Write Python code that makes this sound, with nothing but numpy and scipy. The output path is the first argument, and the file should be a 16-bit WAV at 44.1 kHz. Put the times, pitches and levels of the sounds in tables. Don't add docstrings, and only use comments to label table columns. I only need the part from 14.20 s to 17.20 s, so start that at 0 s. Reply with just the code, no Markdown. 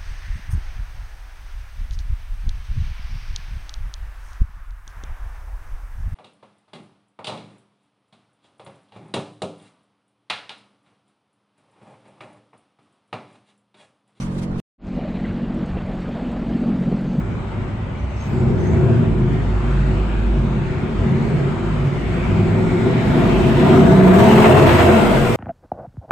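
import sys
import numpy as np
from scipy import signal
from scipy.fft import rfft, irfft
from scipy.io import wavfile
from scipy.ndimage import uniform_filter1d

SR = 44100
rng = np.random.default_rng(int(sys.argv[2]) if len(sys.argv) > 2 else 0)


def materialize(psi):
    bounded = np.clip(np.atleast_2d(psi).T, -1, 1)
    quanta = np.round(bounded * 32767).astype(np.int16)
    wavfile.write(sys.argv[1], SR, quanta)


def nominal_scale(level):
    x = np.asarray(level, float) / 20
    return 10 ** x


N = 132300
OPPOSITE = np.array([[1], [-1]])


def evened(x):
    return x / np.sqrt(np.mean(x ** 2) + 1e-20)


def seconds():
    return np.arange(N) / SR


def over_time(points, t):
    return np.interp(t, *np.transpose(points))


def read(points, hz):
    f, value = np.transpose(points)
    return np.interp(np.log(hz + 1), np.log(f + 1), value)


def slow(rate_hz, count=24):
    t = np.arange(0, N + 64, 64) / SR
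    rates = np.geomspace(rate_hz / 12, rate_hz, count)
    drift = sum(np.sin(2 * np.pi * (f * t + rng.random())) / np.sqrt(f) for f in rates)
    return np.interp(seconds(), t, evened(drift))


# frequency in Hz, correlation -1..1.
SAME = [(60, 0.77), (200, 0.3), (370, 1), (690, 0.06), (1270, -0.12), (2330, 0.01), (4300, -0.2),
        (8000, -0.12), (14000, -0.2)]


def hiss(points, patchy_db, flicker_db):
    frames, hz = N // 128 + 5, np.fft.rfftfreq(512, 1 / SR)
    a, b, c, d, patches = rng.standard_normal((frames, 257, 5)).T
    patches = uniform_filter1d(patches, size=6, axis=0)
    patches = evened(uniform_filter1d(patches, size=14, axis=1))
    flicker = evened(uniform_filter1d(rng.standard_normal(frames), size=3))
    same = np.clip(read(SAME, hz), -1, 1)[:, None]
    left = a + 1j * b
    right = same * left + np.sqrt(1 - same ** 2) * (c + 1j * d)
    level_db = read(points, hz)[:, None] + patchy_db * patches + flicker_db * flicker
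    z = np.array([left, right]) * nominal_scale(level_db)
    return evened(signal.istft(z, nperseg=512, noverlap=384)[1][:, :N])


def bubble(hz, cycles, glide):
    u = np.arange(0, 1, hz / (2 * cycles * SR))
    envelope = np.minimum(u / 0.086, 1) * np.exp(-5 * u)
    return envelope * np.sin(4 * np.pi * cycles * u * (1 + glide * u))


def engine(hz, pipe, cylinders_db, scatter_db, jitter_s, gurgle_db, lag_s):
    turns = np.cumsum(hz) / SR
    at = np.flatnonzero(np.diff(np.floor(turns)))
    k, draw = np.arange(len(at)), rng.standard_normal((200, 2))
    at = np.clip(at + np.round(draw[k, 0] * jitter_s * SR).astype(int), 0, N - 1)
    pulses = np.zeros(N)
    pulses[at] = nominal_scale(np.take(cylinders_db, k % 3) + scatter_db * draw[k, 1])
    puffs = (1.1 + np.exp(-(turns % 1) / 0.45)) * rng.standard_normal(N)
    f = np.fft.rfftfreq(N, 1 / SR)
    drag_s_per_hz, drag_top_hz = 9e-5, 400
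    delay_s = lag_s + drag_s_per_hz * np.minimum(f, drag_top_hz)
    box = nominal_scale(read(pipe, f)) * np.exp(-2j * np.pi * np.cumsum(delay_s) * SR / N)
    bangs = evened(irfft(rfft(pulses) * box, N))
    gurgle = evened(irfft(rfft(puffs) * box, N))
    return evened(bangs + nominal_scale(gurgle_db) * gurgle), turns


# frequency in Hz, level in dB.
PIPE_WIDE = [(45, -22), (91, -11), (137, -2), (183, 0.1), (229, -3), (274, -12), (320, -13), (420, -26),
             (900, -45), (1500, -80), (2600, -120)]
CYLINDERS_WIDE_DB = [0, -2, -1]


def steady_engine():
    firing_hz = 45.75 * np.ones(N)
    motor, _ = engine(firing_hz, PIPE_WIDE, CYLINDERS_WIDE_DB, scatter_db=0.8, jitter_s=0.00015,
                      gurgle_db=-12.5, lag_s=-0.1245)
    return nominal_scale(-25.5) * motor


# frequency in Hz, level in dB.
RUMBLE = [(7.1, -51), (12, -13), (33, 4.5), (50, -2.5), (102, -4.5), (130, -9.5), (170, -13), (290, -120)]


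def rumble():
    hz = abs(np.fft.fftfreq(16384, 1 / SR))
    log = np.log(nominal_scale(np.maximum(read(RUMBLE, hz), -100)))
    taps = np.fft.ifft(np.exp(log - 1j * signal.hilbert(log).imag)).real[:8192]
    low = signal.oaconvolve(rng.standard_normal(N), taps)[:N]
    return evened(low) * nominal_scale(0.5 * slow(25))


# frequency in Hz, level in dB.
WASH_WIDE = [(180, -18.5), (330, -15.5), (520, -16), (700, -20.5), (900, -18.5), (1500, -28), (9200, -54),
             (10600, -61), (14500, -75)]


def wide_wash():
    return nominal_scale(-37.5) * hiss(WASH_WIDE, 2.5, 1.0)


# frequency in Hz, level in dB.
SPRAY = [(880, -30), (1500, -7), (2290, -8), (2720, -8), (3820, -10), (5190, -13), (5890, -13), (9710, -15),
         (10800, -26), (14600, -33.5)]
# start in seconds, length in s, level in dB, rise in s, fall in s.
SPLASHES = [
    (0.0, 0.022, -43.5, 0.0015, 0.082),
    (0.088, 0.15, -53, 0.034, 0.027),
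    (0.177, 0.015, -49.5, 0.0059, .015),
    (0.214, 0.017, -43.5, 0.021, 0.028),
    (0.372, 0.059, -50.5, 0.011, 0.014),
]


def splashes():
    t, level = seconds(), np.zeros(N)
    for s, length, db, rise, fall in SPLASHES:
        attack = np.clip((t - s) / rise, 0, 1)
        release = np.clip((s + length - t) / fall + 1, 0, 1)
        level += nominal_scale(db) * attack * release
    return level * hiss(SPRAY, 0.88, 0.36)


def sizzle():
    f, length_s = np.fft.rfftfreq(N, 1 / SR), 0.053
    centre_hz, width_hz = 5920, 500
    bell = np.exp(-2 * ((f - centre_hz) / width_hz) ** 2)
    band = evened(irfft(rfft(rng.standard_normal(N)) * bell, N))
    return nominal_scale(-51) * band * np.clip(2 * (1 - seconds() / length_s), 0, 1)


# start in seconds, pitch in Hz, level in dB, length in s.
GLUGS = [(.004, 5900, -42, 0.022), (0.019, 6100, -51, 0.016), (.02, 2130, -37, 0.016),
         (0.39, 2700, -35, 0.0089), (0.762, 526, -23, .03), (.786, 620, -23, .012),
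         (0.807, 630, -24.5, 0.055), (0.876, 650, -28.5, 0.025), (0.834, 1580, -34.5, 0.011),
         (0.98, 1900, -36, .025), (1.029, 1850, -32, .03), (1.057, 1440, -32, 0.018),
         (1.567, 2470, -35, .025), (1.24, 2600, -42, 0.021), (1.41, 2200, -42, 0.026),
         (1.05, 2200, -42.5, .025), (2.635, 560, -22.5, 0.004), (2.08, 510, -26, .03),
         (2.714, 397, -15.5, 0.027), (2.764, 4500, -45, 0.0072)]


def glugs():
    out = np.zeros(N)
    for (s, hz, db, length), draw in zip(GLUGS, rng.random((len(GLUGS), 4, 2))):
        for late, detune in draw:
            cycles = np.clip(hz * length / 4, 3, 14)
            tone = nominal_scale(db) * bubble(hz * (0.92 + 0.16 * detune), cycles, 0.05)
            part = out[round((s + late * length) * SR):][:len(tone)]
            part += tone[:len(part)]
    return out


# start in seconds, pitch in Hz, level in dB, length in s.
THUDS = [(2.5, 264, -28, .16), (2, 250, -25, 0.15), (0.5, 111, -30, 0.073), (-0.5, 278, -24.5, 0.082),
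         (.24, 290, -34, 0.14), (.33, 440, -36.5, 0.031), (0.349, 10.7, -25, 0.08), (.04, 26, -29, 0.076),
         (.3, 26, -27, 0.055), (1.065, 100, -25, 0.083), (1.515, 74, -22.5, 0.062), (1.53, 130, -25, 0.08),
         (1.62, 89, -26.5, 0.049), (2.056, 60, -28, 0.077), (2.248, 53, -24, 0.099)]


def thuds():
    t, out = seconds(), np.zeros(N)
    for s, hz, db, length in THUDS:
        swell = np.sin(np.pi * np.clip((t - s) / length, 0, 1)) ** 2
        out += nominal_scale(db) * swell * np.sin(2 * np.pi * hz * (t - s))
    return out


# frequency in Hz, left minus right in dB.
LEAN = [(60, -1.5), (180, -1.0), (540, -2), (1620, -3.0), (4850, -0.5), (14500, 2.5)]


def wide_view(slaps):
    low = nominal_scale(-34) * (rumble() + 0.22 * OPPOSITE * rumble())
    near_left = (slaps + sizzle()) * np.array([[1.2], [0.7]])
    mix = steady_engine() + low + wide_wash() + splashes() + near_left
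    lean_db = read(LEAN, np.fft.rfftfreq(N, 1 / SR)) * OPPOSITE / 2
    return irfft(rfft(mix) * nominal_scale(lean_db), N)


# frequency in Hz, level in dB.
PIPE_MONO = [(60, -41.5), (112, -18), (136, -6), (160, 1), (183, 0), (205, 1.5), (228, -1), (250, 1),
             (274, -9), (310, -11.5), (480, -27), (1000, -120)]
CYLINDERS_MONO_DB = [0, -6, -3]
# time in seconds, firings in Hz.
REVS = [(.6, 45.7), (1.2, 45.7), (2.0, 45.65), (2.4, 45.3), (2.7, 45.6), (3.0, 46)]
# time in seconds, load in dB, brightness in dB above the 212 Hz split.
SPEED = [(0.65, -26.5, 1.5), (0.78, -24.5, -4), (0.849, -27, -1.8), (1.43, -23.5, 5.5), (1.46, -33, -9),
         (1.539, -26.5, -10), (1.61, -31, -8), (2.26, -25.5, 6), (2.28, -21.5, 4), (2.46, -22, 5),
         (2.49, -17.5, 2.5), (2.57, -23, 0), (2.75, -19, -4), (2.761, -22, 1.5), (2.94, -22.5, -1),
         (2.97, -19.5, -7)]
# time in seconds, level in dB.
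DEEP = [(.6, -14), (.85, -4), (1.2, 0.5), (2.0, -1.5), (2.35, 1.5), (3.0, 1.5)]


def loaded_engine():
    t, f = seconds(), np.fft.rfftfreq(N, 1 / SR)
    s, load_db, bright_db = np.transpose(SPEED)
    load_db, bright_db = np.interp(t, s, load_db), np.interp(t, s, bright_db)
    motor, turns = engine(over_time(REVS, t), PIPE_MONO, CYLINDERS_MONO_DB, scatter_db=1.2,
                          jitter_s=0.0004, gurgle_db=-6.5, lag_s=0.0145)
    split_hz, deep_hz = 212, 155
    upper = irfft(rfft(motor) / (1 + (split_hz / (f + 1)) ** 12), N)
    deep = irfft(rfft(motor) / (1 + (f / deep_hz) ** 12), N)
    lower = motor - upper + (nominal_scale(over_time(DEEP, t)) - 1) * deep
    exhaust = nominal_scale(-bright_db / 2) * lower + nominal_scale(bright_db / 2) * upper
    thrum_db = -41 + 1.8 * t + 1.5 * slow(3.0)
    thrum = nominal_scale(thrum_db) * np.sqrt(2) * np.sin(2 * np.pi * turns)
    return nominal_scale(load_db) * exhaust + thrum


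# frequency in Hz, level in dB.
WASH_MONO = [(180, -30), (300, 9), (360, -7.5), (572, -4.5), (900, -14), (2990, -27), (4500, -37),
             (5850, -68), (9900, -120)]
# time in seconds, level in dB.
WAKE = [(0.72, -48), (0.81, -44.5), (0.87, -44.5), (1.1, -41), (1.12, -43), (1.15, -42), (1.27, -43.5),
        (1.59, -41.5), (2.77, -41.5), (2.97, -42.5)]


def wake_wash():
    level_db = 7.5 + over_time(WAKE, seconds()) + 0.29 * slow(8.8)
    return nominal_scale(level_db) * hiss(WASH_MONO, 1.63, 1.0)[0]


# frequency in Hz, level in dB.
FIZZ = [(2650, -32), (4500, -5), (5830, -11.5), (7980, -12), (8890, -22), (10200, -25.5), (11000, -25),
        (13000, -32.5), (14500, -54)]


def foam_fizz():
    fizz = nominal_scale(-68.5 + 2.5 * seconds()) * hiss(FIZZ, 2.1, 1.0)
    leak = nominal_scale(-33 + 7 * slow(60)) * fizz[1]
    return fizz[0] + leak * OPPOSITE


def grains(lo_hz, hi_hz, per_s, cycles, spread_db, count=24):
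    size = nominal_scale(spread_db * np.minimum(rng.exponential(1, N), 4))
    size = size * (rng.random(N) < per_s / SR)
    kind, out = rng.integers(0, count, N), np.zeros(N)
    for k, hz in enumerate(np.geomspace(lo_hz, hi_hz, count)):
        tone = bubble(hz, cycles, 0.42) * np.sqrt(lo_hz / hz)
        out += signal.oaconvolve(size * (kind == k), tone)[:N]
    return evened(out)


def bubbles_and_drops():
    bubbles = grains(536, 3500, per_s=590, cycles=1.9, spread_db=1.5)
    drops = grains(4100, 10500, per_s=25, cycles=16.0, spread_db=2.5)
    return nominal_scale(-50.5) * bubbles + nominal_scale(-87) * drops


# start in seconds, level in dB, pitch in Hz.
TICKS = [(0.668, -59, 6200), (.952, -63, 7750), (1.061, -62.5, 7350), (1.344, -58.5, 7800),
         (1.430, -64.5, 8900), (1.460, -57.5, 7320), (1.660, -64, 8500), (1.731, -66, 7800),
         (1.804, -58.5, 7430), (2.116, -55, 7760), (2.126, -64.5, 9500), (2.610, -63, 8950),
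         (2.680, -64, 10000), (2.812, -61.5, 10400), (2.929, -59, 6770)]


def ticks():
    rise_s = 0.002
    out, t = np.zeros(N), np.arange(0, 6 * rise_s, 1 / SR)
    envelope = t / rise_s * np.exp(1 - t / rise_s)
    for (s, db, hz), draw in zip(TICKS, rng.standard_normal((len(TICKS), 2000))):
        smooth = uniform_filter1d(uniform_filter1d(draw, size=16), size=16)[:len(t)]
        burst = smooth * np.sin(2 * np.pi * hz * t)
        out[round(s * SR):][:len(t)] += nominal_scale(db - 2) * evened(burst) * envelope
    return out


# frequency in Hz, level in dB.
SWELL = [(900, -20.5), (1500, -5.5), (2000, 0), (2900, -4), (3400, -13), (4000, -5), (4800, -21.5),
         (5600, -44.5)]
# time in seconds, level in dB.
SWELL_DB = [(.68, -77), (.76, -52), (.84, -53), (.9, -55.5), (.97, -48.5), (1.01, -52.5), (1.06, -61),
            (1.12, -60.5), (1.3, -75.5)]


def bow_wave():
    return nominal_scale(over_time(SWELL_DB, seconds())) * hiss(SWELL, 2.0, 0.89)[0]


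# time in seconds, band edge in Hz.
CEILING = [(.6, 4970), (.64, 8600), (.7, 11900), (.95, 12900), (1.9, 13200), (3.0, 13600)]


def ceiling(x):
    hz, t, z = signal.stft(x, SR, nperseg=2048)
    edge_hz = over_time(CEILING, t) + 250 * rng.standard_normal(len(t))
    return signal.istft(z * (hz[:, None] < edge_hz), SR, nperseg=2048)[1][..., :N]


def centred_view(slaps):
    water = wake_wash() + foam_fizz() + bubbles_and_drops() + bow_wave() + ticks()
    return ceiling(loaded_engine() + nominal_scale(-35) * rumble() + water + slaps)


def scene():
    t, slaps = seconds(), glugs() + thuds()
    cut_s, fall_s, remnant_s = 0.4005, 0.0015, 0.017
    fall = np.clip((cut_s - t) / fall_s, 0, 1)
    remnant = nominal_scale(-36) * np.clip(1 - (t - cut_s) / remnant_s, 0, 1)
    step = 0.045 * (1 - fall) * (t < cut_s)
    fade_start_s, fade_s = 0.58, 0.1
    fade = np.clip((t - fade_start_s) / fade_s, 0, 1) ** 1.46
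    return np.maximum(fall, remnant) * wide_view(slaps) + step + fade * centred_view(slaps)


def band_limit(x):
    return signal.sosfilt(signal.butter(12, 15130, fs=SR, output="sos"), x)


def record(dry):
    limit = 0.49
    return band_limit(limit * np.tanh(dry / limit))


dry = scene()
out = record(dry)
materialize(out)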